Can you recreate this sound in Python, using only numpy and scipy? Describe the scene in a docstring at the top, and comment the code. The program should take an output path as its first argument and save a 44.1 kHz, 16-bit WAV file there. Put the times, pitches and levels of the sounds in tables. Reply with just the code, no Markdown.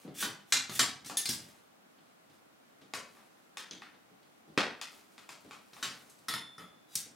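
"""A bare room, a few metres from a telescopic metal curtain rod being slid apart, lifted off and rehung.
The tubes clank, scrape and squeak, the bracket rings, the rod knocks on the wall and the cloth rustles.
Every blow is a brief chatter of contacts: weight behind it adds bass, a hard contact adds treble, and
ringing parts add dying sines. Scrape and rustle are swarms of tiny slips. Close reflections and the
room's tail follow each sound, over a steady hush."""
import sys
import numpy as np
from scipy import signal
from scipy.io import wavfile
from scipy.ndimage import uniform_filter1d

SR = 44100
rng = np.random.default_rng(int(sys.argv[2]) if len(sys.argv) > 2 else 0)


def output_pcm(signal):
    """Save a mono or channel-first signal as 16-bit PCM at the path in sys.argv[1].

    Samples are clipped to [-1, 1] before scaling.
    """
    pcm = np.clip(np.atleast_2d(signal).T, -1, 1) * 32767
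    wavfile.write(sys.argv[1], SR, np.round(pcm).astype(np.int16))


N = 315315
RING_SIZE = 2 ** 15  # samples in one blow or room tail
RING_TIME = np.arange(RING_SIZE) / SR

# Cue lists for the blows.
# Each row: start in seconds, level in dB, weight in dB, hardness in dB, chatter decay in seconds.
OUTER_CLANKS = [(.5227, 21.5, -0.5, 0, 0.003)]
INNER_CLANKS = [(.226, 11, 4, 0, 0.017), (.793, 19.5, -0.5, 6, 0.0038), (5.827, 11.2, -4, 0.5, 0.018)]
BRACKET_DROPS = [(6.284, 8, -2, 5.5, 0.0078), (6.338, 3.5, 1, 4, 0.0021), (6.581, -4.5, 8, -2, 0.023)]
LIFT_OFFS = [(1.1705, 12, -2.5, -2.5, 0.0044)]  # the gripped rod flicks off its bracket
CATCHES = [(.695, 6.5, -0.5, -6, 0.0043), (1.046, -4, -9, -1, .003), (1.06, -7.5, 0.5, 11, 0.0049),
           (1.256, 9, -14, 6.5, 0.0031), (1.2905, 3, 3.5, 16, .002), (1.33, -13, 11.5, 24, 0.0018),
           (1.985, -15.5, -4, -16, .004), (2.068, -23, -1, -7, 0.0046), (4.229, -18, -7, -9, .004),
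           (5.732, -4.5, -12, -7, 0.0032), (6.096, -31.5, 11, 24.5, .006), (6.187, -35.5, 13, 20, 0.0058)]  # the tubes snag on each other
SNAPS = [(6.954, 6, 1.5, -0.5, 0.003)]  # the tube snaps home
CLINKS = [(3.7107, 0.9, -0.5, 0.5, 0.00072)]  # a curtain ring on the rod
KNOCKS = [(1.098, -5.5, 12.5, 8.5, 0.0023), (2.937, 0.5, 6.5, 8.5, 0.003), (3.17, -19.5, 9.5, -8, 0.031),
          (3.571, 0.7, -5, 4, 0.0017), (3.82, -3.5, -6, -10.5, .0014), (4.814, 4, -17.5, 0.5, 0.00055),
          (5.18, -13, 2, 3, .0015), (5.291, -6.5, 2, 5.5, 0.0015), (5.51, -4.5, -7, -5.5, .0022),
          (5.531, -16, 8, 5.5, 0.00064), (5.766, -12.5, 2.5, -3, 0.019)]  # the rod on the wall and fittings
THUDS = [(4.5763, 17, -2.5, 2, 0.001)]  # the rod's end rammed into the wall
BUMPS = [(.047, -2, 10, -0.5, 0.027), (.076, -1, 5, 1.5, 0.0079), (2.297, -11, -1, 11, 0.011),
         (2.813, -1, -6.5, 4, 0.018), (3.938, 1, -15.5, -11.5, 0.01), (4.108, -15.5, 5, 0, 0.0091),
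         (4.476, -11.5, 9.5, 9, 0.042), (5.447, -3.5, 2.5, -3, 0.0068), (7.06, -5, -1, 8, 0.011)]  # shifting weight and handling

# Tilts that turn weight into bass and hardness into treble. Each row: frequency in Hz, share of the dB.
WEIGHT_TILT = [(330, 1), (1240, .3), (3500, 0)]
HARDNESS_TILT = [(1240, 0), (3500, .4), (6800, 1)]

# Colour of the contact force in each kind of blow. Each row: frequency in Hz, gain in dB.
OUTER_FORCE = [(112, -20), (330, -23.5), (1240, -9), (3500, 0), (6800, -3), (12100, -19.5)]
INNER_FORCE = [(112, -12.5), (330, -12), (1240, -5.5), (3500, -1.5), (6800, -10), (12100, -20)]
BRACKET_FORCE = [(112, -8.5), (330, -8), (1240, -1), (3500, 0), (6800, -12.5), (12100, -17)]
LIFT_FORCE = [(112, -33), (330, -21), (1240, -20.5), (3500, -1.5), (6800, -0.5), (12100, -4.5)]
CATCH_FORCE = [(112, -0.5), (330, -4), (1240, -8), (3500, -1), (6800, -8.5), (12100, -18)]
SNAP_FORCE = [(112, -8), (330, -23.5), (1240, -19), (3500, -1.5), (6800, 7), (12100, -2)]
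CLINK_FORCE = [(112, -15), (330, -4), (1240, -14.5), (3500, -1), (6800, -13.5), (12100, -34)]
KNOCK_FORCE = [(112, -16), (330, -10), (850, 2), (2400, -1), (3500, -0.5), (6800, -9.5), (12100, -20)]
THUD_FORCE = [(112, -5.5), (240, -0.5), (500, 5.5), (1240, 0.5), (3500, 0.5), (6800, -15.5), (12100, -32)]
BUMP_FORCE = [(112, -11.5), (330, -4.5), (600, -5.5), (1240, -20), (3500, -16.5), (6800, -31.5),
              (12100, -42.5)]

# Modes of the struck or rubbed parts. Each row: pitch in Hz, relative energy in dB, t60 in seconds.
OUTER_MODES = [(1143, -25.5, 0.053), (1620, -19, 0.037), (2080, -14, .16), (2429, -14, 0.065),
               (2780, -18.5, 0.16), (3496, -35, 0.037), (3630, -23.5, .07), (4124, -21, 0.15),
               (4300, -13.5, .08), (5156, -25.5, 0.092), (5604, -19.5, .11), (6874, -21, .15),
               (7800, -11.5, 0.072), (9900, -14.5, .12)]
INNER_MODES = [(1125, -21.5, 0.081), (1371, -19, 0.02), (1493, -14.5, 0.045), (1844, -24, 0.15),
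               (3024, -17, 0.19), (3810, -19, .15), (4380, -18.5, 0.061), (4950, -22, 0.13),
               (6040, -14, 0.076), (6400, -21, .08), (7340, -11.5, .22), (7592, -15.5, .15),
               (8540, -17, .1), (14520, -10.5, 0.063)]
BRACKET_MODES = [(1313, -16, 0.052), (1874, -20, 0.1), (3500, -24, 0.79), (3449, -20, 0.82),
                 (3520, -19.5, 0.78), (3650, -25, 0.64), (5030, -15.5, 0.058), (5360, -13, 0.087),
                 (5900, -18, 0.046), (6140, -24.5, 0.046), (9900, -16, 0.62), (10300, -11, 0.28),
                 (9800, -20, 0.14), (10370, -17.5, 0.087), (11200, -10, .04)]
ROD_END_MODES = [(1785, -12, 0.14), (3516, -17, 0.27), (3447, -24.5, 0.86), (3586, -16, 0.09),
                 (6000, -27.5, 0.13), (6550, -11.5, 0.084), (9770, -20.5, .1), (10050, -9.5, 0.13),
                 (10600, -15.5, 0.11)]
CURTAIN_RING_MODES = [(3360, -21, 0.05), (4370, -17.5, 0.019), (5100, -19, 0.035), (6200, -9.5, 0.0086)]
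FITTING_MODES = [(827, -23.5, 0.024), (1133, -24.5, 0.04), (1825, -25, 0.036), (2240, -25.5, 0.032),
                 (2520, -20, 0.039), (3650, -21, 0.016), (5030, -21.5, 0.0075), (7160, -17.5, 0.0093)]
PLASTER_MODES = [(145, -30.5, 0.026), (299, -17.5, .025), (348, -24, 0.024), (2436, -19.5, .02),
                 (5160, -17, 0.029)]
RUBBED_TUBE_MODES = [(1590, -16.5, .05), (1925, -23.5, 0.076), (3600, -12.5, .05), (5480, -22, 0.05),
                     (9950, -18, .06)]

# Pushes of the inner tube. Each row: start in seconds, length in seconds, level at full speed in dB.
PUSHES = [(.143, 0.071, -32.5), (0.454, 0.05, -56), (0.686, .07, -37), (1.044, 0.026, -47.5),
          (1.277, 0.028, -38), (6.887, 0.095, -46)]
# The squeak just before the tube snaps home. Each row: start in seconds, length in seconds, level in dB.
SQUEAKS = [(6.87, 0.096, -56.5)]
# The squeak's partials. Each row: starting pitch in Hz, relative level in dB.
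SQUEAK_PARTIALS = [(3950, 4), (4950, -3), (10300, -11)]
# Handfuls of gathered cloth. Each row: centre in seconds, half-width in seconds, level in dB.
HANDFULS = [(0, 0.026, -56.5), (1.442, 0.11, -61.5), (2.354, 0.035, -76), (3.18, 0.16, -69),
            (4.953, 0.055, -61), (5.546, 0.66, -71), (5.865, .14, -63.5), (6.153, 0.15, -72)]

# Colours of the scrape, the cloth, the wall and the room tone. Each row: frequency in Hz, gain in dB.
SCRAPE_EQ = [(100, -16), (250, 2), (700, -9), (1500, 0.5), (4000, 4.5), (7500, 5.5), (10000, 4.5),
             (14000, 0.5), (16000, -3.5)]
RUSTLE_EQ = [(100, -9.5), (280, 4.5), (700, 2.5), (1500, -1), (4000, -1.5), (7000, -3.5), (10000, -4),
             (16000, -11)]
WALL_EQ = [(25, -44), (50, -17.5), (75, -7), (130, 5), (200, 5.5), (290, 4.5), (430, -2.5), (620, -5.5),
           (850, -5), (1250, -1), (2500, -7.5), (5000, -5.5), (7500, -6), (9000, -3.5), (13000, -7),
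           (16000, -15)]  # wall and room give this to every blow
HUSH_EQ = [(15, -81.5), (25, -41.5), (102, -18.5), (195, -7), (293, -6), (394, -12.5), (624, -11.5),
           (818, -11), (887, -15), (1400, -13.5), (1610, -17), (1740, -17.5), (4030, -25), (4870, -27),
           (16000, -32)]
# Slap off the ceiling and the wall behind the rod. Each row: nominal delay in seconds, relative gain.
REFLECTIONS = [(.0015, 1), (.0043, 0.29), (.0058, .5)]
# Decay of the room's tail. Each row: frequency in Hz, t60 in seconds.
ROOM_DECAY = [(100, 0.63), (260, 0.46), (700, 0.44), (1840, 0.42), (4850, 0.34), (8000, 0.31),
              (14000, 0.22)]
# Stereo width of the echoes and of the room tone. Each row: frequency in Hz, side gain in dB.
ECHO_WIDTH = [(60, -22), (250, -20), (550, -15.5), (1200, -11), (4000, -11.5), (14000, -11)]
HUSH_WIDTH = [(60, -7), (110, -1), (200, -3.5), (380, 3), (700, 3), (1290, 1.5), (2380, 2), (4400, 2.5),
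              (8120, 1.5), (15000, -11)]


def tube_clanks():
    """The two tubes clank, each ringing in its own modes."""
    outer = blows(OUTER_CLANKS, OUTER_FORCE, OUTER_MODES, wet_db=1.5, ripple_db=4.5, pan_db=1, ring_db=-9.5)
    inner = blows(INNER_CLANKS, INNER_FORCE, INNER_MODES, wet_db=1, ripple_db=2, pan_db=.5, ring_db=-4.5)
    return outer + inner


def bracket_hits():
    """The rod's open end rings as it lifts off; the bracket rings as the rod drops back in."""
    lift = blows(LIFT_OFFS, LIFT_FORCE, ROD_END_MODES, wet_db=1, ripple_db=-.5, pan_db=1, ring_db=-2)
    drop = blows(BRACKET_DROPS, BRACKET_FORCE, BRACKET_MODES,
                 wet_db=2.5, ripple_db=7, pan_db=.8, ring_db=-4)
    return lift + drop


def tube_catches():
    """The sliding tubes snag and finally snap home: short clacks of contact alone."""
    catches = blows(CATCHES, CATCH_FORCE, wet_db=-2, ripple_db=7, pan_db=1.1)
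    snap = blows(SNAPS, SNAP_FORCE, wet_db=-4, ripple_db=4.5, pan_db=1.6)
    return catches + snap


def wall_knocks():
    """Damped by hand and cloth, the rod raps the fittings, thuds into plaster and bumps dully."""
    knocks = blows(KNOCKS, KNOCK_FORCE, FITTING_MODES, wet_db=5.5, ripple_db=-1, pan_db=2, ring_db=1.5)
    thud = blows(THUDS, THUD_FORCE, PLASTER_MODES, wet_db=4.5, ripple_db=2.5, pan_db=.7, ring_db=-1.5)
    bumps = blows(BUMPS, BUMP_FORCE, wet_db=-1, ripple_db=-1, pan_db=1.5)
    return knocks + thud + bumps


def ring_clink():
    """A curtain ring strikes the rod with a short, high ping."""
    return blows(CLINKS, CLINK_FORCE, CURTAIN_RING_MODES, wet_db=5.5, ripple_db=1.5, pan_db=1.1, ring_db=3)


def blows(cues, force, modes=(), *, wet_db, ripple_db, pan_db, ring_db=0, press_s=.0006):
    """A chatter of tiny contacts plus any ringing modes, tilted by weight and hardness, panned left."""
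    out = np.zeros((2, N))
    for start, level_db, weight_db, hardness_db, chatter_s in cues:
        contacts = rng.standard_normal(RING_SIZE) * np.exp(rng.standard_normal(RING_SIZE) / 2)
        contacts *= 1 - np.exp(-RING_TIME / press_s)  # attack: the parts press together
        click = whitened(contacts * np.exp(-RING_TIME / chatter_s), bins=200)
        click = overtones(click, ripple_db)
        colour = force, shelf(WEIGHT_TILT, weight_db), shelf(HARDNESS_TILT, hardness_db), WALL_EQ
        ring = amp(ring_db) * coloured(ringing(modes), *colour) if len(modes) else 0
        in_room = room(coloured(click, *colour) + ring, wet_db)
        add(out, start, amp(level_db) * (in_room + ring))  # the rod also radiates its ring straight ahead
    return out * amp([[pan_db / 2], [-pan_db / 2]])


def ringing(modes):
    """A part rings as dying sines, each at a random phase."""
    ring = 0
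    for hz, db, t60 in modes:
        sine = np.sin(2 * np.pi * (hz * RING_TIME + rng.random()))
        ring += amp(db) * unit(amp(-60 * RING_TIME / t60) * sine)
    return ring


def overtones(click, ripple_db, spacing_hz=130):
    """Each point of contact favours its own crowded overtones: a random EQ ripple, gentler in the bass."""
    hz = np.arange(spacing_hz, SR / 2, spacing_hz)
    peaks = np.clip(rng.standard_normal(1000), -1.5, 1.5)[:len(hz)]
    ripple = ripple_db * peaks * hz / (hz + 700)
    return unit(coloured(click, np.column_stack([hz, ripple])))


def tube_scrape(swell_db=22, stop_s=.014):
    """In each push the inner tube breaks away, swells as it gathers speed and comes to rest."""
    stroke = np.zeros(N)
    for start, length, level_db in PUSHES:
        t = np.arange(N) / SR - start
        swell = amp(level_db - swell_db * np.clip(1 - t / length, 0, 1))
        release = np.exp(-(np.maximum(t - length, 0) / stop_s) ** 2)
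        stroke += (t > 0) * swell * release
    return friction(stroke, SCRAPE_EQ, RUBBED_TUBE_MODES, slips_per_s=4400, spread_db=.5, wet_db=.5)


def tube_squeak(sag=.05, waver=.0091):
    """The tube sticks and slips: a wavering tone swells and sags in pitch as it binds."""
    out = np.zeros((1, N))
    for start, length, level_db in SQUEAKS:
        progress = np.linspace(0, 1, round(length * SR))
        wobble = uniform_filter1d(rng.standard_normal(RING_SIZE), size=100)[:len(progress)]
        pitch_ratio = 1 - sag * progress + waver * wobble / wobble.std()
        clock = np.cumsum(pitch_ratio) / SR
        tone = sum(amp(db) * np.sin(2 * np.pi * hz * clock) for hz, db in SQUEAK_PARTIALS)
        swell = progress * (1 - progress ** 10)
        add(out, start, (amp(level_db) * swell * tone)[None])
    return room(out[0], wet_db=2)


def cloth_rustle(stir_db=-81):
    """The held curtain stirs faintly throughout and swells with each handful."""
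    t = np.arange(N) / SR
    swells = sum(amp(db) * np.exp(-((t - centre) / half_s) ** 2) for centre, half_s, db in HANDFULS)
    return friction(amp(stir_db) + swells, RUSTLE_EQ, [], slips_per_s=450, spread_db=1.5, wet_db=1.5)


def friction(stroke, eq, modes, slips_per_s, spread_db, wet_db):
    """Countless small slips of uneven size ride the stroke's envelope and ring what they rub."""
    slips = rng.standard_normal(N) * (rng.random(N) < slips_per_s / SR)
    slips *= amp(spread_db * np.minimum(rng.exponential(1, N), 4))
    rub = np.sqrt(N) * unit(coloured(slips, eq)) * stroke
    body = signal.unit_impulse(RING_SIZE) + ringing(modes)
    return room(signal.fftconvolve(rub, body)[:N], wet_db)


def room(x, wet_db, scatter_s=.00079):
    """Direct sound, close reflections scattered by mouldings and folds, and the diffuse tail."""
    early = signal.unit_impulse(RING_SIZE)
    for delay, gain in REFLECTIONS:
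        scatter = unit(rng.standard_normal(RING_SIZE) * np.exp(-RING_TIME / scatter_s))
        early += gain * np.roll(scatter, round(delay * rng.uniform(.85, 1.15) * SR))
    mid = whitened(unit(early) + amp(wet_db) * room_tail(), bins=130)
    response = stereo(mid, room_tail(), ECHO_WIDTH)
    return signal.fftconvolve(x[None], response, axes=1)[:, :len(x)]


def room_tail(build_s=.0061, bass_lag=.4):
    """Dense echoes build up, the bass last, and die at each band's own speed."""
    echoes = rng.standard_normal(RING_SIZE) * (rng.random(RING_SIZE) < .15)
    hz, t, bands = signal.stft(echoes, SR, nperseg=256)
    hz = hz[:, None]
    rise = 1 - np.exp(-(t / (build_s + bass_lag / (hz + 100))) ** 2)
    decay = amp(-60 * t / read(ROOM_DECAY, hz))
    _, tail = signal.istft(bands * rise * decay, nperseg=256)
    return unit(tail[:RING_SIZE])


def room_tone(mid_db=-66):
    """Steady hush of the room and the street outside: a wide bed of coloured noise."""
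    mid, side = (unit(coloured(noise, HUSH_EQ)) for noise in rng.standard_normal((2, N)))
    return amp(mid_db) * np.sqrt(N) * stereo(mid, side, HUSH_WIDTH)


def stereo(mid, side, width):
    """Mid and side to left and right; an EQ on the side sets the width."""
    side = coloured(side, width)
    return np.array([mid + side, mid - side])


def coloured(x, *curves):
    """Plays a sound through stacked EQ curves in dB."""
    hz = abs(np.fft.fftfreq(4096, 1 / SR))
    return filtered(x, amp(sum(read(curve, hz) for curve in curves)))


def shelf(tilt, db):
    """An EQ curve that shifts one end of the range by db."""
    return [(hz, share * db) for hz, share in tilt]


def whitened(x, bins):
    """Flattens a burst's broad colour, keeping ripple finer than this many bins; energy 1."""
    power = uniform_filter1d(abs(np.fft.fft(unit(x))) ** 2, bins, mode="wrap")
    return unit(filtered(x, (abs(power[::8]) + 1e-6) ** -.5))


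def filtered(x, gain):
    """Minimum-phase filter with this gain round the full circle of frequencies."""
    response = np.exp(np.conj(signal.hilbert(np.log(gain))))
    taps = np.fft.ifft(response).real
    return signal.oaconvolve(x, taps[:len(gain) // 2])[:len(x)]


def read(curve, hz):
    """Reads a curve on a log-frequency axis."""
    knots_hz, values = np.transpose(curve)
    return np.interp(np.log(hz + 1), np.log(knots_hz), values)


def add(mix, start_s, sound):
    """Drops a sound into the mix at its cue."""
    part = mix[:, max(round(start_s * SR), 0):][:, :sound.shape[1]]
    part += sound[:, :part.shape[1]]


def amp(db):
    """Decibels to gain."""
    return 10 ** (np.asarray(db) / 20)


def unit(x):
    """Scales to energy 1."""
    return x / np.sqrt(np.sum(x ** 2) + 1e-20)


def scene():
    """Blows up front, rubbing beneath them, room tone behind."""
    hits = tube_clanks() + bracket_hits() + tube_catches() + ring_clink() + wall_knocks()
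    return hits + tube_scrape() + cloth_rustle() + tube_squeak() + room_tone()


def record(dry, cutoff_hz=16000):
    """A steep low-pass trims the very top of the mix."""
    taps = signal.firwin(511, cutoff_hz, window=("kaiser", 9), fs=SR)
    return signal.oaconvolve(dry, taps[None], "same")


dry = scene()
out = record(dry)
output_pcm(out)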